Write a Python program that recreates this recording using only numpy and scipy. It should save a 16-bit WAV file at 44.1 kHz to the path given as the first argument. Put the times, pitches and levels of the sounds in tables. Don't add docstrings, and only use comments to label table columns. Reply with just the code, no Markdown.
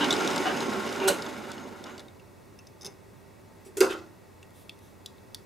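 import sys
import numpy as np
from scipy import signal
from scipy.fft import rfft, irfft, next_fast_len
from scipy.io import wavfile
from scipy.ndimage import uniform_filter1d, map_coordinates

SR = 44100
rng = np.random.default_rng(int(sys.argv[2]) if len(sys.argv) > 2 else 0)


def natural_amplitude(level_db):
    exponent = np.asarray(level_db, float) / 20
    return 10 ** exponent


def to_wav(sig):
    pcm = np.clip(np.atleast_2d(sig), -1, 1) * 32767
    pcm = np.round(pcm).astype(np.int16)
    wavfile.write(sys.argv[1], SR, pcm.T)


N = 240596

# centre in Hz, width in Hz, lift in dB.
CASTING = [(379.5, 21, 5.5), (577, 10.7, 11.5), (894, 3.1, 11.5), (1077, 10, 13), (1370, 200, 3.5),
           (2204, 15, 9), (2880, 25, 10), (3650, 150, 4), (5110, 220, 1.5), (6300, 460, 2.5)]
# frequency in Hz, likeness from 0 to 1.
ALIKE = [(60, 0.092), (150, 0.73), (380, 0.79), (950, 0.6), (2380, 0.77), (5980, 1), (13000, 0.05)]
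# frequency in Hz, left over right in dB.
LEAN = [(60, -8), (240, -5), (950, -0.5), (3770, -0.5), (15000, 0.5)]


def unit(x):
    return x / np.sqrt(np.mean(x ** 2) + 1e-20)


def along(points, hz):
    f, v = np.transpose(points)
    return np.interp(np.log(hz + 1), np.log(f + 1), v)


def wobble(rate):
    knots = rng.standard_normal(int(N * rate / SR) + 4)
    return map_coordinates(knots, [np.arange(N) * rate / SR])


def filtered(x, response):
    m = next_fast_len(x.shape[-1] + 8192)
    hz = np.fft.rfftfreq(m, 1 / SR)
    return irfft(rfft(x, m) * response(hz), m)[..., :x.shape[-1]]


def stereo(pair, gain, alike=ALIKE, lean=LEAN):
    m = next_fast_len(pair.shape[1])
    hz = np.fft.rfftfreq(m, 1 / SR)
    turn = np.arccos(np.clip(along(alike, hz), -1, 1)) / 2
    mid, side = rfft(pair, m) * gain(hz) * [np.cos(turn), np.sin(turn)]
    balance = natural_amplitude(np.outer([.5, -.5], along(lean, hz)))
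    both = irfft([mid + side, mid - side] * balance, m)[:, :pair.shape[1]]
    return both / np.std(both.mean(0))


def lifted(spectrum, peaks):
    def gain(hz):
        lift_db = sum(db / (1 + (2 * (hz - c) / w) ** 2) for c, w, db in peaks)
        return natural_amplitude(along(spectrum, hz) + lift_db)
    return gain


def ring(modes, crack_db, crack_hz=(2500, 6000), crack_t60=.02, attack=.0005, order=1, wander_hz=60):
    longest_s = max(crack_t60, *np.transpose(modes)[2])
    t = np.arange(round(SR * min(1 / 3, longest_s))) / SR
    drift = np.cumsum(rng.standard_normal((len(modes), len(t))), 1) * np.sqrt(2 * np.pi * wander_hz / SR)
    drift = uniform_filter1d(drift, size=40)
    tones = 0
    for (hz, db, t60), slip in zip(modes, drift):
        decay = natural_amplitude(db + rng.normal(0, 1.5) - 60 * t / t60)
        tones = tones + decay * np.sin(2 * np.pi * hz * t + slip)
    crack = rng.standard_normal(len(t)) * natural_amplitude(-60 * t / crack_t60)
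    crack = signal.sosfilt(signal.butter(7, crack_hz[0], "high", fs=SR, output="sos"), crack)
    crack = signal.sosfilt(signal.butter(order, crack_hz[1], fs=SR, output="sos"), crack)
    blow = tones * (1 - np.exp(-t / attack)) + natural_amplitude(crack_db) * crack
    return blow / np.abs(blow).max()


def add(track, s, sound):
    part = track[..., round(s * SR):][..., :sound.shape[-1]]
    part += sound[..., :part.shape[-1]]


def rub(rise, hold, t60, db, peaks, broad_db):
    t = np.arange(SR // 2) / SR
    lowest_hz, highest_hz = peaks[0][0], peaks[-1][0]

    def body(f):
        modes = sum(natural_amplitude(g) * w * f / np.abs(c * c - f * f + 1j * f * w) for c, w, g in peaks)
        broad = natural_amplitude(broad_db) * (f > lowest_hz / 2)
        return (modes + broad) / (1 + (f / (1.6 * highest_hz)) ** 2)

    noise = stereo(rng.standard_normal((2, len(t))), body)
    decay_db = -60 * np.clip(t - rise - hold, 0, None) / t60
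    return noise * np.clip(t / rise, 0, 1) * natural_amplitude(db + decay_db)


def follows(over_db, falls):
    # time in seconds, drive in dB.
    coasting = [(0.0, -30), (0.3, -30.5), (0.8, -34.5), (1.11, -35.5), (1.25, -38), (1.62, -43),
                (1.77, -46), (1.9, -45), (2.0, -49), (2.11, -57.5), (2.3, -69)]
    full_db = -30
    s, drive_db = np.transpose(coasting)
    lost_db = np.interp(np.arange(N) / SR, s, drive_db - full_db, right=-100)
    return natural_amplitude(full_db + over_db + falls * lost_db)


def spindle():
    # frequency in Hz, density in dB per Hz.
    gear_colour = [(35, -70), (60, -32), (81, -26), (216, -11), (247, -1.5), (340, -9.5), (380, -5),
                   (641, -14), (900, -12.5), (1170, -16.5), (1980, -120)]
    # frequency in Hz, density in dB per Hz.
    whirr_colour = [(240, -48), (400, -5.5), (585, -10.5), (647, -9.5), (847, -0.5), (1140, -6.5),
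                    (1420, 1), (1780, -8), (3000, -15.5), (3900, -74), (6600, -120)]
    # frequency in Hz, density in dB per Hz.
    hiss_colour = [(1180, -31), (2000, -1), (3740, -7.5), (4530, -12.5), (5160, -7), (5440, -14),
                   (6640, -13), (14400, -26), (16000, -34.5)]
    # frequency in Hz, density in dB per Hz.
    slow_hiss_colour = [(1180, -35), (2000, 2), (2260, 0), (2500, -11), (3770, -4), (4550, -8), (5600, -13),
                        (6500, -10.5), (7700, -10.5), (8400, -14.5), (14000, -17), (16000, -29)]

    def rough(flicker_db, per_s, colour):
        grit = rng.standard_normal((2, N)) * natural_amplitude(flicker_db * wobble(per_s))
        return stereo(grit, lifted(colour, CASTING))

    slow = np.clip(np.arange(N) / SR / 2.5, 0, 1)
    fast_gears = rough(1.7, 41.42, gear_colour)
    slow_gears = rough(2.2, 30, [(hz * 0.88, db) for hz, db in gear_colour])
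    gears = np.sqrt(1 - slow) * fast_gears + np.sqrt(slow) * slow_gears
    whirr = rough(1.9, 59.17, whirr_colour)
    fast_balls = rough(0.71, 89.5, hiss_colour)
    slow_balls = rough(2.9, 65.07, slow_hiss_colour)
    bearings = np.sqrt(1 - slow) * fast_balls + np.sqrt(slow) * slow_balls
    return follows(0, 1.09) * gears + follows(-4, 1.146) * whirr + follows(-7, 1.3) * bearings


def singing():
    # centre in Hz, width in Hz.
    sing_bands = [(5120, 150), (6540, 220)]
    song = np.zeros(N)
    for c, w in sing_bands:
        band = filtered(rng.standard_normal(N), lambda hz: 1 / (1 + (2 * (hz - c) / w) ** 2))
        song += natural_amplitude(5.5 * wobble(12)) * unit(band)
    return follows(-26, 1.15) * song


def meshing():
    # share of the tooth rate, level in dB over the drive.
    gear_pairs = [(1, -12), (.62, -15)]
    start_hz, sag_hz_per_s, lowest_hz = 288, 97, 165
    tooth_hz = np.clip(start_hz - sag_hz_per_s * np.arange(N) / SR, 0, None)
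    tones = np.zeros(N)
    for share, db in gear_pairs:
        flicker = natural_amplitude(db + 5 * wobble(11)) * np.sqrt(2)
        hz = share * tooth_hz + 14 * wobble(18)
        tones += flicker * np.sin(2 * np.pi * np.cumsum(hz) / SR)
    tones = filtered(tones, lambda f: 1 / (1 + (lowest_hz / (f + 1)) ** 6))
    return follows(0, 0.96) * tones * natural_amplitude([[-2], [2]])


def chips():
    # frequency in Hz, density in dB per Hz.
    chip_colour = [(500, -49), (1500, 8), (3600, -1.5), (6500, -0.5), (12000, -25), (16000, -46)]
    per_s, scatter_db, t60 = 220, 3, .01
    strikes = (rng.random(N) < per_s / SR) * natural_amplitude(scatter_db * rng.standard_normal(N))
    decay = natural_amplitude(-60 * np.arange(SR // 20) / SR / t60)
    bursts = signal.fftconvolve(strikes, decay)[:N]
    noise = stereo(rng.standard_normal((2, N)), lifted(chip_colour, CASTING))
    return follows(-15, 1.3) * unit(bursts) * noise


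def workshop():
    # frequency in Hz, density in dB per Hz.
    air_colour = [(13, -39), (22, -22), (98, -2.5), (152, -5), (190, -3.5), (389, -10), (423, -11.5),
                  (573, -9.5), (676, -13), (916, -15.5), (1020, -15.5), (1930, -28), (2410, -23.5),
                  (2620, -27.5), (16200, -35.5)]
    # centre in Hz, width in Hz, lift in dB.
    air_peaks = [(94.5, 18, 2), (391, 55, 7.5), (889, 13, 10.5), (1780, 70, -22), (1852, 304, 13.5),
                 (2600, 150, 5), (2365, 70, -24), (3085, 70, -22)]
    # frequency in Hz, likeness from 0 to 1.
    air_alike = [(60, 0.9), (150, 0.09), (380, 0.19), (950, 0.23), (2380, 0.77), (5980, 0.83),
                 (15000, 0.44)]
    # frequency in Hz, left over right in dB.
    air_lean = [(60, -3.5), (240, -1.5), (950, -0.1), (3770, 0), (15000, 0.96)]
    # frequency in Hz, rms level in dB.
    fan_hum = [(96.9, -63.5)]
    # frequency in Hz, rms level in dB.
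    fan_whines = [(1811, -82), (2213, -83), (2278, -79)]
    air = stereo(rng.standard_normal((2, N)), lifted(air_colour, air_peaks), air_alike, air_lean)
    hz, db = fan_hum[0]
    phase = 2 * np.pi * np.cumsum(hz + 4.49 * wobble(12)) / SR
    hum = np.sqrt(2) * natural_amplitude(db + 1.0 + 0.6 * wobble(4.9)) * np.sin(phase)
    t = np.arange(N) / SR
    whine = sum(np.sqrt(2) * natural_amplitude(db) * np.sin(2 * np.pi * hz * t) for hz, db in fan_whines)
    breeze = natural_amplitude(.4 * wobble(3))
    return natural_amplitude(-54.5) * breeze * air + whine + hum * natural_amplitude([[-.8], [.8]])


def thumps():
    # start in seconds, length in seconds, peak in dB, frequency in Hz.
    casting_thumps = [(.002, 0.029, -23, 286), (0.025, 0.025, -22, 258), (.128, 0.013, -27.5, 380),
                      (0.212, 0.016, -28, 300), (0.238, 0.0194, -22, 366), (.4, .017, -25, 346),
                      (0.955, .04, -34, 387), (1.079, .02, -25, 1450), (1.082, 0.046, -24, 570.5),
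                      (1.112, 0.026, -30, 473)]
    out, t = np.zeros(N), np.arange(SR // 2) / SR
    for s, length, db, hz in casting_thumps:
        swell = np.sin(np.pi * np.clip(t / length, 0, 1)) ** 2
        add(out, s, natural_amplitude(db) * swell * np.sin(2 * np.pi * hz * t))
    return out


def carriage():
    # start, rise, hold and fall t60 in seconds, rms in dB.
    shudders = [
        (0.004, 0.0043, 0.042, 0.067, -28),
        (0.449, 0.0086, 0.031, 0.25, -27),
        (0.756, 0.038, .02, 0.2, -37.5),
        (1.002, 0.015, 0.088, 0.25, -32),
        (1.077, 0.0026, 0.024, 0.13, -31.5),
        (1.851, 0.011, 0.042, 0.16, -48),
        (1.864, 0.064, .02, .12, -60),
        (2.813, 0.038, 0.018, 0.25, -46),
        (3.886, 0.021, 0.019, 0.17, -37.5),
    ]
    # centre in Hz, width in Hz, level in dB.
    shudder_peaks = [
        [(306, 26, -5), (880, 57, -1), (1560, 59, -4), (2900, 85, -6.5), (3060, 61, -3.5), (3770, 120, -11)],
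        [(310, 54, 6), (758, 12, 16), (1214, 10, 9), (1520, 170, -1), (2900, 54, 2), (3750, 300, -20)],
        [(1394, 24, 5), (1490, 180, -22)],
        [(386, 38, -7), (580, 28, -10), (934, 28, -7.5), (1110, 16, -9), (1450, 74, -16), (2430, 39, -19),
         (2780, 130, -14.5)],
        [(35, 29, -19), (555, 30, 2), (740, 23, 2), (960, 46, -14), (1560, 110, -2)],
        [(1000, 60, 12), (1400, 120, 2), (2050, 30, -6), (2900, 150, -3), (3800, 39, -8), (6700, 180, -14)],
        [(2950, 110, -3), (3800, 73, -3), (6500, 110, 0), (7300, 200, -10)],
        [(230, 80, -3), (380, 29, 6.5), (810, 120, -6), (1400, 330, -18), (2030, 40, -10), (2200, 29, -6)],
        [(1404, 51, 6), (1600, 47, -6), (2570, 53, -6), (3100, 130, -3), (3600, 160, -7)],
    ]
    # start, rise, hold and fall t60 in seconds, rms in dB.
    clunk = [
        (1.0737, 0.0081, 0.0064, 0.074, -21),
        (1.087, 0.013, .005, 0.25, -33),
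    ]
    # centre in Hz, width in Hz, level in dB.
    clunk_peaks = [(1430, 80, 2), (2980, 200, -2), (4040, 220, 0), (6400, 260, -7), (8050, 200, -1),
                   (8980, 200, -9), (11050, 320, -1), (12600, 200, -14)]
    out = np.zeros((2, N))
    for (s, *shape), peaks in zip(shudders, shudder_peaks):
        add(out, s, rub(*shape, peaks, broad_db=-99))
    for s, *shape in clunk:
        add(out, s, rub(*shape, clunk_peaks, broad_db=-27))
    return out


def rack():
    # start in seconds, peak in dB, ring in Hz, upper ring in Hz.
    dry_ticks = [(0.0438, -21, 3600, 6430), (0.138, -21.5, 3320, 5100), (0.1645, -26.5, 5030, 4860),
                 (0.2014, -28, 3650, 5630), (0.2214, -30, 2970, 5200), (0.2472, -31, 2900, 5270),
                 (0.2754, -19, 3800, 5570), (0.3094, -28, 3500, 4000), (0.3326, -30, 5160, 6500),
                 (0.3608, -22.5, 3640, 7400), (0.379, -20.5, 3600, 4670), (0.5714, -30, 2770, 5140),
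                 (0.6047, -26, 3850, 5000), (0.7008, -33, 3900, 4960), (0.734, -31, 3790, 5030),
                 (0.7701, -40, 2820, 6400), (0.8752, -30, 2840, 5700), (0.892, -31, 3660, 5700),
                 (0.926, -31.5, 3760, 5200), (1.2218, -27.5, 3650, 5110), (1.506, -40, 3500, 5050),
                 (1.517, -31, 3370, 4100), (1.8403, -31.5, 3650, 5400), (1.8666, -40, 2950, 4830),
                 (1.9792, -37, 4570, 7500), (1.9943, -35.5, 3410, 4560), (2.0024, -41, 3500, 10800)]
    # start in seconds, peak in dB, ring in Hz, upper ring in Hz.
    pings = [(0.1062, -13, 3600, 5420), (0.113, -22, 3820, 6050), (0.1262, -15, 3880, 7540),
             (1, -29.5, 2900, 3800), (1.1852, -34, 3600, 6360), (1.263, -34, 3480, 6300),
             (1.5796, -38.5, 2900, 4380), (2.0822, -44, 3730, 2230), (2.1966, -48.5, 2700, 2170)]
    tooth_t60, ping_t60 = .022, .03
    out = np.zeros(N)
    for s, db, hz, upper_hz in dry_ticks:
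        tooth = [(hz, 0, tooth_t60), (hz * 1.06, -8, tooth_t60), (upper_hz, -5, tooth_t60)]
        add(out, s, natural_amplitude(db) * ring(tooth, 7, (3000, 5000), crack_t60=0.022, order=2))
    for s, db, hz, upper_hz in pings:
        seat = [(hz, 0, ping_t60), (upper_hz, -8, ping_t60)]
        add(out, s, natural_amplitude(db) * ring(seat, -3, (3200, 5000), crack_t60=0.03, attack=.0012, order=2))
    return out


def drone():
    # start in seconds, length in seconds, peak in dB, frequency in Hz.
    tray_drone = (1.005, .082, -21.5, 386)
    out, t = np.zeros(N), np.arange(SR // 2) / SR
    s, length, db, hz = tray_drone
    swell_db = np.where(t < length, 7 * (t / length - 1), -60 * (t - length) / .1)
    tone = np.sin(2 * np.pi * hz * t) + natural_amplitude(-12) * np.sin(2 * np.pi * 2 * hz * t)
    add(out, s, natural_amplitude(db + swell_db) * np.clip(t / .0128, 0, 1) * tone)
    return out


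def gauge():
    # start in seconds, peak in dB, bright crack in dB, ring of the work in dB.
    contacts = [(2.589, -42, -8, -8), (2.6695, -41.5, -8, -24), (2.8105, -39, -6, -28),
                (2.8185, -38, -6, -28), (2.83, -39.5, -4, -31), (2.8468, -30.5, -6, -28),
                (2.8562, -29, -2, -25), (2.8634, -27.5, -6, -25), (2.8705, -33, -2, -24)]
    # frequency in Hz, level in dB, t60 in seconds.
    gauge_modes = [(3650, -9, .025), (5050, -3, .016), (5250, 0, .02), (5500, -7, .018), (6200, -8, .05),
                   (9300, -15, .015), (10300, -11, .02), (12900, -18, .012)]
    # frequency in Hz, t60 in seconds.
    work_mode = (2640, 0.09)
    work_hz, work_t60 = work_mode
    out = np.zeros(N)
    for s, db, crack_db, work_db in contacts:
        modes = gauge_modes + [(work_hz, work_db, work_t60)]
        add(out, s, natural_amplitude(db) * ring(modes, crack_db, (3400, 6000), crack_t60=0.024, attack=.0012))
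    return out


def slides():
    # start, rise, hold and fall t60 in seconds, rms in dB.
    scrapes = [
        (3.645, .01, .02, .12, -56),
        (4.525, .04, .06, .25, -62.5),
        (4.8, .03, .04, .4, -66),
    ]
    # centre in Hz, width in Hz, level in dB.
    scrape_peaks = [
        [(2550, 61, -16), (3500, 55, -29), (5700, 33, -15), (7840, 50, -8), (9680, 83, -13), (11200, 36, -13)],
        [(3500, 460, -4), (10500, 3200, -4), (13400, 2000, -18)],
        [(3600, 420, 2), (6060, 250, 1), (11400, 2100, 0)],
    ]
    out = np.zeros((2, N))
    for (s, *shape), peaks in zip(scrapes, scrape_peaks):
        add(out, s, rub(*shape, peaks, broad_db=-29))
    return out


def drumming():
    # start in seconds, peak in dB.
    pushes = [(3.655, -42), (3.678, -44), (3.703, -49), (3.7624, -28), (3.772, -23), (3.8021, -6.5),
              (3.897, -24.5), (3.94, -33), (3.968, -36)]
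    # frequency in Hz, level in dB, t60 in seconds.
    sheet_bays = [(318.8, -22.5, .6), (349.4, -21.5, .45), (381.9, 0, .17), (412.9, -26.5, .5),
                  (450.9, -8.4, .14)]
    push_s = .0128
    out, t = np.zeros(N), np.arange(SR // 2) / SR
    bays = sum(natural_amplitude(db - 60 * t / t60) * np.cos(2 * np.pi * hz * (t - push_s)) for hz, db, t60 in sheet_bays)
    swing = -bays * np.sin(np.pi / 2 * np.clip(t / push_s, 0, 1)) ** 2
    for s, db in pushes:
        add(out, s, natural_amplitude(db) * swing / np.abs(swing).max())
    return out


def drop():
    # start in seconds, peak in dB.
    landing = [
        (3.7701, -31.5),
        (3.8055, -12.5),
    ]
    # frequency in Hz, level in dB, t60 in seconds.
    edge_modes = [(3430, -8, .09), (5120, -4, .025), (6630, -3, .02), (8200, -3, .02), (9300, -4, .02),
                  (10200, -5, .02)]
    # frequency in Hz, level in dB, t60 in seconds.
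    tray_modes = [(954, -8, 0.05), (1570, -3, 0.1), (2220, -4, 0.08), (2600, -3, .08), (2740, -2, .07),
                  (4840, -5, 0.06), (5110, -9, .05), (6360, -8, .05), (10200, -12, .02)]
    # frequency in Hz, level in dB, t60 in seconds.
    sheet_modes = [(521, 0, .36), (242, -4, .35), (592, -8, .3), (192, -14, .3), (720, -5, .2)]
    out = np.zeros(N)
    (touch_s, touch_db), (blow_s, blow_db) = landing
    touch = ring(edge_modes, 7, (1500, 8000), crack_t60=0.018, wander_hz=40)
    blow = ring(tray_modes, 9, (3000, 7000), crack_t60=0.018, attack=.002, wander_hz=40)
    sheet = ring(sheet_modes, crack_db=-55, attack=0.003, wander_hz=0)
    add(out, touch_s, natural_amplitude(touch_db) * touch)
    add(out, blow_s, natural_amplitude(blow_db) * blow)
    add(out, blow_s + .0012, natural_amplitude(-29) * sheet)
    return out


def rattle():
    # start in seconds, rise in seconds, low chatter in dB, brightness in dB.
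    thrown = [
        (3.77, 0.00083, -42.5, 6),
        (3.804, 0.0094, -28, -4.5),
        (3.891, 0.02, -39.5, -7.5),
        (3.97, .006, -57.5, -3),
    ]
    # frequency in Hz, density in dB per Hz.
    low_colour = [(260, -20.5), (450, -8), (483, -17), (515, -3), (1210, -5.5), (1420, 1), (1820, -24),
                  (2100, -23), (2730, -54), (4620, -120)]
    # frequency in Hz, density in dB per Hz.
    middle_colour = [(1180, -51), (2000, 0), (2390, -19), (2590, 2), (2960, -14), (3220, -11), (4370, -9.5),
                     (7000, -15), (9100, -48), (15400, -120)]
    # frequency in Hz, density in dB per Hz.
    high_colour = [(4120, -20), (7000, -5), (14700, -14), (15600, -27), (16000, -35)]
    chatter_t60 = (0.4, 0.37, 0.17)
    t = np.arange(N) / SR
    out = np.zeros((2, N))
    for band, (colour, t60) in enumerate(zip((low_colour, middle_colour, high_colour), chatter_t60)):
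        power = np.zeros(N)
        for s, rise, low_db, bright_db in thrown:
            db = low_db + (0, -5.5, bright_db)[band]
            decay = natural_amplitude(db - 60 * np.clip(t - s - rise, 0, None) / t60)
            power += (decay * np.clip((t - s) / rise, 0, 1)) ** 2
        chatter = rng.standard_normal((2, N)) * natural_amplitude(2.6 * wobble(90))
        out += np.sqrt(power) * stereo(chatter, lifted(colour, []))
    return out


def caliper():
    # start in seconds, peak in dB, crack over the ring in dB.
    clicks = [(4.4287, -40, 0), (4.5062, -51, 6), (4.6942, -27.5, -1), (4.789, -46, 7), (5.0601, -26, 3),
              (5.182, -53, -3), (5.346, -24.5, 3)]
    # frequency in Hz, level in dB, t60 in seconds.
    jaw_modes = [
        [(2700, 0, .025), (3480, -9, .04), (5100, -8, .016), (6900, -3, .018), (8130, -6, .022)],
        [(3500, -3, .012), (4200, -3, .012), (11000, -3, .01), (13400, -5, .01)],
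        [(2620, 0, .02), (3400, 0, .018), (3520, -17, .11), (4380, -5, .018), (4900, -9, .015),
         (9600, -14, .015)],
        [(3600, -2, .012), (10900, -2, .01), (12400, -4, .01)],
        [(3550, -1, .02), (3950, 0, .018), (5000, -5, .018), (5650, -14, .05), (7450, -5, .018),
         (11200, -13, .014)],
        [(3600, 0, .02), (4000, -3, .02)],
        [(3620, -5, .014), (4330, 0, .013), (5400, -9, .014), (1800, -23, .03), (10650, -9, .013)],
    ]
    out = np.zeros(N)
    for (s, db, crack_db), jaws in zip(clicks, jaw_modes):
        click = ring(jaws, crack_db, (3150, 4000), crack_t60=0.019, attack=.0003, wander_hz=110)
        add(out, s, natural_amplitude(db) * click)
    return out


def room(x):
    # frequency in Hz, t60 in seconds.
    room_t60 = [(200, 0.33), (2000, 0.12), (10000, 0.32)]
    out = np.zeros((2, N))
    for start in range(0, N, SR // 4):
        hz, t, z = signal.stft(rng.standard_normal((2, SR // 2)), SR, nperseg=256)
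        dull = 1 / (1 + (hz[:, None] / 8000) ** 2)
        decay = natural_amplitude(-60 * t / along(room_t60, hz)[:, None])
        tail = signal.istft(z * dull * decay, SR, nperseg=256)[1]
        tail = tail + 2.0 * tail.mean(0)
        tail = tail / np.linalg.norm(tail[0])
        stretch = x[None, start:start + SR // 4]
        add(out, start / SR + .003, signal.fftconvolve(stretch, tail, axes=1))
    return out


def scene():
    small = rack() + gauge() + caliper()
    heavy = drop()
    boom = thumps() + drone() + drumming()
    hits = small * natural_amplitude([[.3], [-.3]]) + heavy * natural_amplitude([[-.4], [.4]]) + boom * natural_amplitude([[-1.3], [1.3]])
    echo = room(natural_amplitude(-16) * small + natural_amplitude(-5) * heavy + natural_amplitude(-24) * boom)
    lathe = spindle() + singing() + meshing() + chips() + carriage()
    return hits + echo + lathe + slides() + rattle() + workshop()


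def roll_off(x):
    return signal.sosfilt(signal.butter(12, 16470, fs=SR, output="sos"), x)


def record(dry):
    limited = filtered(dry, lambda hz: 1 / (1 + (hz / 15750) ** 80))
    return roll_off(limited)


dry = scene()
out = record(dry)
to_wav(out)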